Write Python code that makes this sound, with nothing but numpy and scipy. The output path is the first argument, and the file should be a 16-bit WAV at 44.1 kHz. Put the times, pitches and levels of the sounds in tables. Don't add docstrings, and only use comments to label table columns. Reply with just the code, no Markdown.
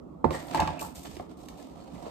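import sys
import numpy as np
from scipy import signal
from scipy.fft import rfft, irfft
from scipy.io import wavfile
from scipy.ndimage import uniform_filter1d

SR = 44100
rng = np.random.default_rng(int(sys.argv[2]) if len(sys.argv) > 2 else 0)


def dump_mix(stems):
    frames = np.atleast_2d(stems).T
    limited = np.clip(frames, -1, 1)
    pcm = np.round(limited * 32767).astype(np.int16)
    wavfile.write(sys.argv[1], SR, pcm)


def invert_db(x):
    u = np.asarray(x, float) / 20
    return 10 ** u


N = 92610

# frequency in Hz, level in dB, decay time t60 in seconds.
EDGE_MODES = [(246, -10, 0.08), (319.8, -5, 0.033), (362, -6, 0.066), (456, -2, 0.048), (534.8, 0, 0.055),
              (618, 1, 0.045), (711.5, -1, 0.07), (879, -14, 0.3), (914, 2, 0.02), (1042, -4.5, 0.076),
              (1129, -6.5, 0.027), (1704, -14, 0.083), (1984, -15, 0.07)]
# frequency in Hz, level in dB, decay time t60 in seconds.
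BASE_MODES = [(178.8, -13.5, 0.054), (311.6, -15.5, 0.052), (604, -18, 0.061), (754, -2.5, 0.024),
              (867, -2, 0.066), (924.4, -6.5, 0.078), (992, -3, 0.048), (1130, -5, 0.078),
              (1280, -3, 0.024), (1626, -7, 0.056), (2030, -30, 0.043), (2590, -11, 0.1),
              (2900, -15, 0.063), (4500, -20, .07)]


def evened(x):
    return x / np.sqrt(np.mean(x ** 2) + 1e-20)


def read(points, hz):
    f, value = np.transpose(points)
    return np.interp(np.log(hz + 1), np.log(f + 1), value)


def add(mix, start_s, sound):
    part = mix[..., round(start_s * SR):][..., :sound.shape[-1]]
    part += sound[..., :part.shape[-1]]


def coloured(x, tilt_db):
    # frequency in Hz, level in dB.
    rasp = [(600, -24), (1300, -3.5), (1900, -2.5), (3000, 0), (4500, 0.5), (6000, -2), (8500, -1),
            (14000, -7.5)]
    low_hz = 700
    hz = np.fft.rfftfreq(len(x), 1 / SR)
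    tilt = tilt_db * np.log2((hz + 50) / 3000)
    gain = invert_db(read(rasp, hz) + tilt) / (1 + (low_hz / (hz + 1)) ** 4)
    return evened(irfft(rfft(x) * gain, len(x)))


def ring(modes, contact_hz, spread_db, cycles, ring_db):
    detune = 0.012
    t = np.arange(SR // 4)[:, None] / SR
    hz, db, t60 = np.transpose(modes)
    spot = rng.standard_normal((4, len(hz)))
    u = t * hz / cycles
    swell = u * np.exp(1 - u)
    after = invert_db(ring_db - 60 * t / t60) * (1 - np.exp(-u))
    size = (swell + after) * invert_db(db) / (1 + (hz / contact_hz) ** 2)
    waves = size * np.sin(2 * np.pi * hz * (1 + detune * spot[0]) * t)
    out = invert_db(spread_db * (spot[1] + 2.15 * spot[2:])) @ waves.T
    return out / abs(out).max()


def hum():
    # frequency in Hz, level in dB per Hz.
    hum_colour = [(25, -8.5), (50, -3), (300, -1), (450, -6.5), (1250, -15), (1600, -36.5), (3000, -41),
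                  (15000, -52.5)]
    # frequency in Hz, width in Hz, height in dB.
    hum_humps = [(61.3, 25, 8.5), (102, 17, -22), (173, 13, 4), (258, 13, 5), (314, 29, 2.5)]
    # frequency in Hz, correlation from -1 to 1.
    hum_same = [(60, 0.65), (160, 0.78), (300, 0.09), (1000, 0.05)]
    # frequency in Hz, difference in dB.
    hum_pan = [(60, -2.5), (250, -5.5), (1000, -3.5), (4000, -0.5)]
    level_db, patch_db = -46, 2.1
    hz = np.fft.rfftfreq(2048, 1 / SR)
    a, b, c, d, patches = rng.standard_normal((N // 512 + 5, 1025, 5)).T
    patches = evened(uniform_filter1d(uniform_filter1d(patches, 10, 0), 5, 1))
    same = np.clip(read(hum_same, hz), -1, 1)[:, None]
    left = a + 1j * b
    right = same * left + np.sqrt(1 - same ** 2) * (c + 1j * d)
    right = right * invert_db(-read(hum_pan, hz))[:, None]
    humps = sum(db * np.exp(-((hz - f) / w) ** 2) for f, w, db in hum_humps)
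    z = np.array([left, right]) * invert_db((read(hum_colour, hz) + humps)[:, None] + patch_db * patches)
    return invert_db(level_db) * evened(signal.istft(z, nperseg=2048, noverlap=1536)[1][:, :N])


def kitchen(x):
    # frequency in Hz, decay time t60 in seconds.
    decay = [(100, 0.27), (500, 0.14), (2000, 0.45), (10000, 0.19)]
    taps = np.zeros((2, SR // 2))
    at = np.arange(200, SR // 2 - 20, 20) + rng.integers(0, 20, (2, (SR // 2 - 201) // 20))
    np.put_along_axis(taps, at, rng.choice([-1., 1.], at.shape), 1)
    hz, t, z = signal.stft(taps, SR, nperseg=256)
    tail = signal.istft(z * invert_db(-60 * t / read(decay, hz)[:, None]), SR, nperseg=256)[1]
    return signal.fftconvolve(x[None], tail / np.linalg.norm(tail[0]), axes=1)[:, :N]


def strokes():
    # start in seconds, length in seconds, level in dB, tilt in dB per octave, box ring in dB.
    slides = [
        (0.246, 0.17, -68.5, 2, -41),
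        (0.308, 0.13, -48.5, -3, -46),
        (.545, 0.057, -44, -6.5, -38),
        (0.597, 0.1, -46.5, -6.5, -35.5),
        (0.676, 0.18, -60.5, -7.5, -42.5),
        (0.791, 0.1, -44.5, 4.5, -50),
        (0.952, 0.15, -49.5, 2, -56),
        (1.047, 0.041, -53.5, -6.5, -54),
        (1.369, 0.17, -62, -0.5, -58),
        (1.486, 0.069, -61, 1, -54),
    ]
    # start in seconds, length in seconds, level in dB, tilt in dB per octave, box ring in dB.
    rustles = [
        (.38, 0.22, -56, 6.5, -52),
        (.46, 0.26, -49, -6.5, -43),
        (1.07, 0.14, -55.5, -1, -61),
        (1.28, .06, -63.5, -3.5, -56),
        (1.52, 0.25, -59.5, -2, -56),
        (1.70, 0.3, -63, -4.5, -55),
        (1.90, 0.2, -59, -2.5, -48.5),
        (2.02, 0.13, -55, -5.5, -47.5),
    ]
    grains_per_s, grain_db, clump_db = 5400, 0.5, 3.5
    rise_s, hold, fade_db = 0.0029, 0.3, -11
    out = np.zeros((2, N))
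    box = ring(BASE_MODES + EDGE_MODES[:7], 900, 2.05, 1.04, 0)[:, :4000]
    t = np.arange(SR // 3) / SR
    for rows, swell in ((slides, 0), (rustles, 0.26)):
        for start_s, length_s, db, tilt_db, box_db in rows:
            draw, noise = rng.random((2, len(t))), rng.standard_normal((3, len(t)))
            clump = invert_db(clump_db * evened(uniform_filter1d(noise[1], 300)))
            caught = draw[1] < grains_per_s / SR
            fibres = evened(noise[0] * invert_db(-grain_db * np.log(draw[0] + 1e-3)) * caught)
            u = np.maximum(t / length_s - hold, 0) / (1 - hold)
            rise = np.minimum(t / (rise_s + swell * length_s), 1)
            shape = rise * invert_db(fade_db * u ** 1.28) * clump
            other = coloured(0.27 * fibres + 1.8 * noise[2], tilt_db)
            add(out, start_s, shape * invert_db(db) * np.array([coloured(fibres, tilt_db), other]))
            hollow = signal.fftconvolve((shape * fibres)[None], box / np.linalg.norm(box[0]), axes=1)
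            add(out, start_s, invert_db(box_db) * hollow)
    return out


def chatter():
    # start in seconds, length in seconds, pitch in Hz, level in dB.
    drags = [
        (0.322, 0.059, 1880, -46.5),
        (0.32, 0.057, 8160, -54.5),
        (0.572, 0.021, 2010, -43.5),
        (0.776, 0.034, 2585, -48.5),
        (1.757, 0.11, 4500, -73),
        (1.945, .035, 2180, -66.5),
        (2.044, 0.033, 3800, -67),
    ]
    out, t = np.zeros(N), np.arange(SR // 8) / SR
    for start_s, length_s, hz, db in drags:
        slips = rng.standard_normal(len(t)) * (rng.random(len(t)) < .03)
        slips = slips * np.sin(np.pi * np.minimum(t / length_s, 1))
        note = np.sin(2 * np.pi * hz * t[:400]) * np.exp(-t[:400] * hz / 3.8)
        add(out, start_s, invert_db(db) * evened(np.convolve(slips, note)) * np.sqrt(length_s / t[-1]))
    return out


def ticks():
    # start in seconds, level in dB, tilt in dB per octave.
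    taps = [(0.2449, -33.5, -9.5), (0.3064, -34.5, -7), (.5462, -28, -2.5), (0.6008, -23.5, -5),
            (0.6742, -28.5, -7.5), (0.793, -36, -1), (0.9493, -44, 3), (1.055, -41.5, -1.5),
            (1.1558, -64, -1), (1.167, -41, -5.5), (1.1963, -46, -12), (1.3706, -65, -1), (1.485, -39, -2),
            (1.716, -57.5, -4), (1.84, -54, 4)]
    out, t = np.zeros(N), np.arange(2048) / SR
    crack, puff = np.exp(-t / 0.0018), invert_db(-10) * np.exp(-t / 0.0069)
    shape = (1 - np.exp(-t / 0.00067)) * (crack + puff)
    for start_s, db, tilt_db in taps:
        add(out, start_s, invert_db(db) * shape * coloured(rng.standard_normal(2048), tilt_db))
    return out


def knocks():
    # start in seconds, blow in dB, contact softness as a corner in Hz, thump in dB.
    edge_blows = [(.2440, -5.5, 490, -19.5), (.2585, -45, 585, -42), (.2715, -41.5, 577, -51),
                  (.3075, -21, 1540, -61), (.330, -44, 700, -68), (.346, -21.5, 1510, -41.5),
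                  (.355, -33.5, 830, -44), (1.167, -32.5, 517, -40), (1.198, -25, 540, -52),
                  (1.597, -40, 905, -62), (2.055, -32.5, 820, -63), (2.066, -28, 840, -60)]
    # start in seconds, blow in dB, contact softness as a corner in Hz, thump in dB.
    base_blows = [(.5460, -12, 1800, -34), (.553, -52, 1500, -35), (.582, -33, 1200, -23.5),
                  (.5950, -13.5, 940, -36), (.6055, -19, 1060, -61), (.620, -15, 990, -33),
                  (.651, -27.5, 870, -33.5), (.6765, -20, 1160, -33), (.690, -32, 950, -46),
                  (.819, -25, 779, -39), (.828, -48, 800, -51.5), (.847, -31, 800, -45),
                  (.857, -50, 776, -60), (1.055, -37.5, 1590, -60)]
    # frequency in Hz, level in dB, decay time t60 in seconds.
    counter = [(61.8, -3.5, 0.13), (82.8, 1, 0.23), (156.4, -3.5, 0.49), (200, -36.5, .12)]
    thump_lag_s = 0.01162
    card, stone = np.zeros((2, 2, N))
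    for rows, modes, cycles in ((edge_blows, EDGE_MODES, 1.16), (base_blows, BASE_MODES, 1.713)):
        for start_s, db, contact_hz, thump_db in rows:
            add(card, start_s, invert_db(db) * ring(modes, contact_hz, 2.66, cycles, ring_db=5))
            add(stone, start_s + thump_lag_s, invert_db(thump_db) * ring(counter, 460, 1.5, 1, ring_db=0))
    return card, stone


def ports(x):
    # frequency in Hz, turn in radians.
    port_turn = [(60, 0.18), (780, 1.22), (1120, 0.2), (1720, 5.76), (2070, 6.8), (3190, 4.06),
                 (5000, 8.94), (7060, 12.45)]
    # frequency in Hz, difference in dB.
    port_pan = [(60, -7.5), (125, 2), (300, -6), (700, -4.5), (1500, -.6), (8000, -1.8)]
    hz = np.fft.rfftfreq(N, 1 / SR)
    half = np.exp(.5j * read(port_turn, hz)) * invert_db(.5 * read(port_pan, hz))
    return irfft(rfft(x) * np.array([half, 1 / half]), N)


def scene():
    card, stone = knocks()
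    near = card + ticks() + strokes() + chatter()
    echo_db = -6.5
    return ports(near + stone) + invert_db(echo_db) * kitchen(near[0]) + hum()


def roll_off(x):
    return signal.sosfilt(signal.butter(12, 15690, fs=SR, output="sos"), x)


def record(dry):
    mic_low_hz, join_hz, top_hz = 48, 7000, 15900
    in_step_hz, half_turn_hz = 8000, 2480
    weak, weak_db = .42, -24
    hz = np.fft.rfftfreq(N, 1 / SR)
    z = rfft(dry) / (1 + (mic_low_hz / (hz + 1)) ** 4)
    turn = .5 * np.pi * (hz - in_step_hz) / half_turn_hz
    mid, side = [z[0] * v * np.where(abs(v) < weak, invert_db(weak_db), 1)
                 for v in (np.cos(turn), 1j * np.sin(turn))]
    treble = np.array([mid + side, mid - side]) * (hz < top_hz)
    join = np.clip((hz - join_hz) / 400, 0, 1)
    mix = irfft(z * np.sqrt(1 - join) + treble * np.sqrt(join), N)
    return roll_off(mix)


dry = scene()
out = record(dry)
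dump_mix(out)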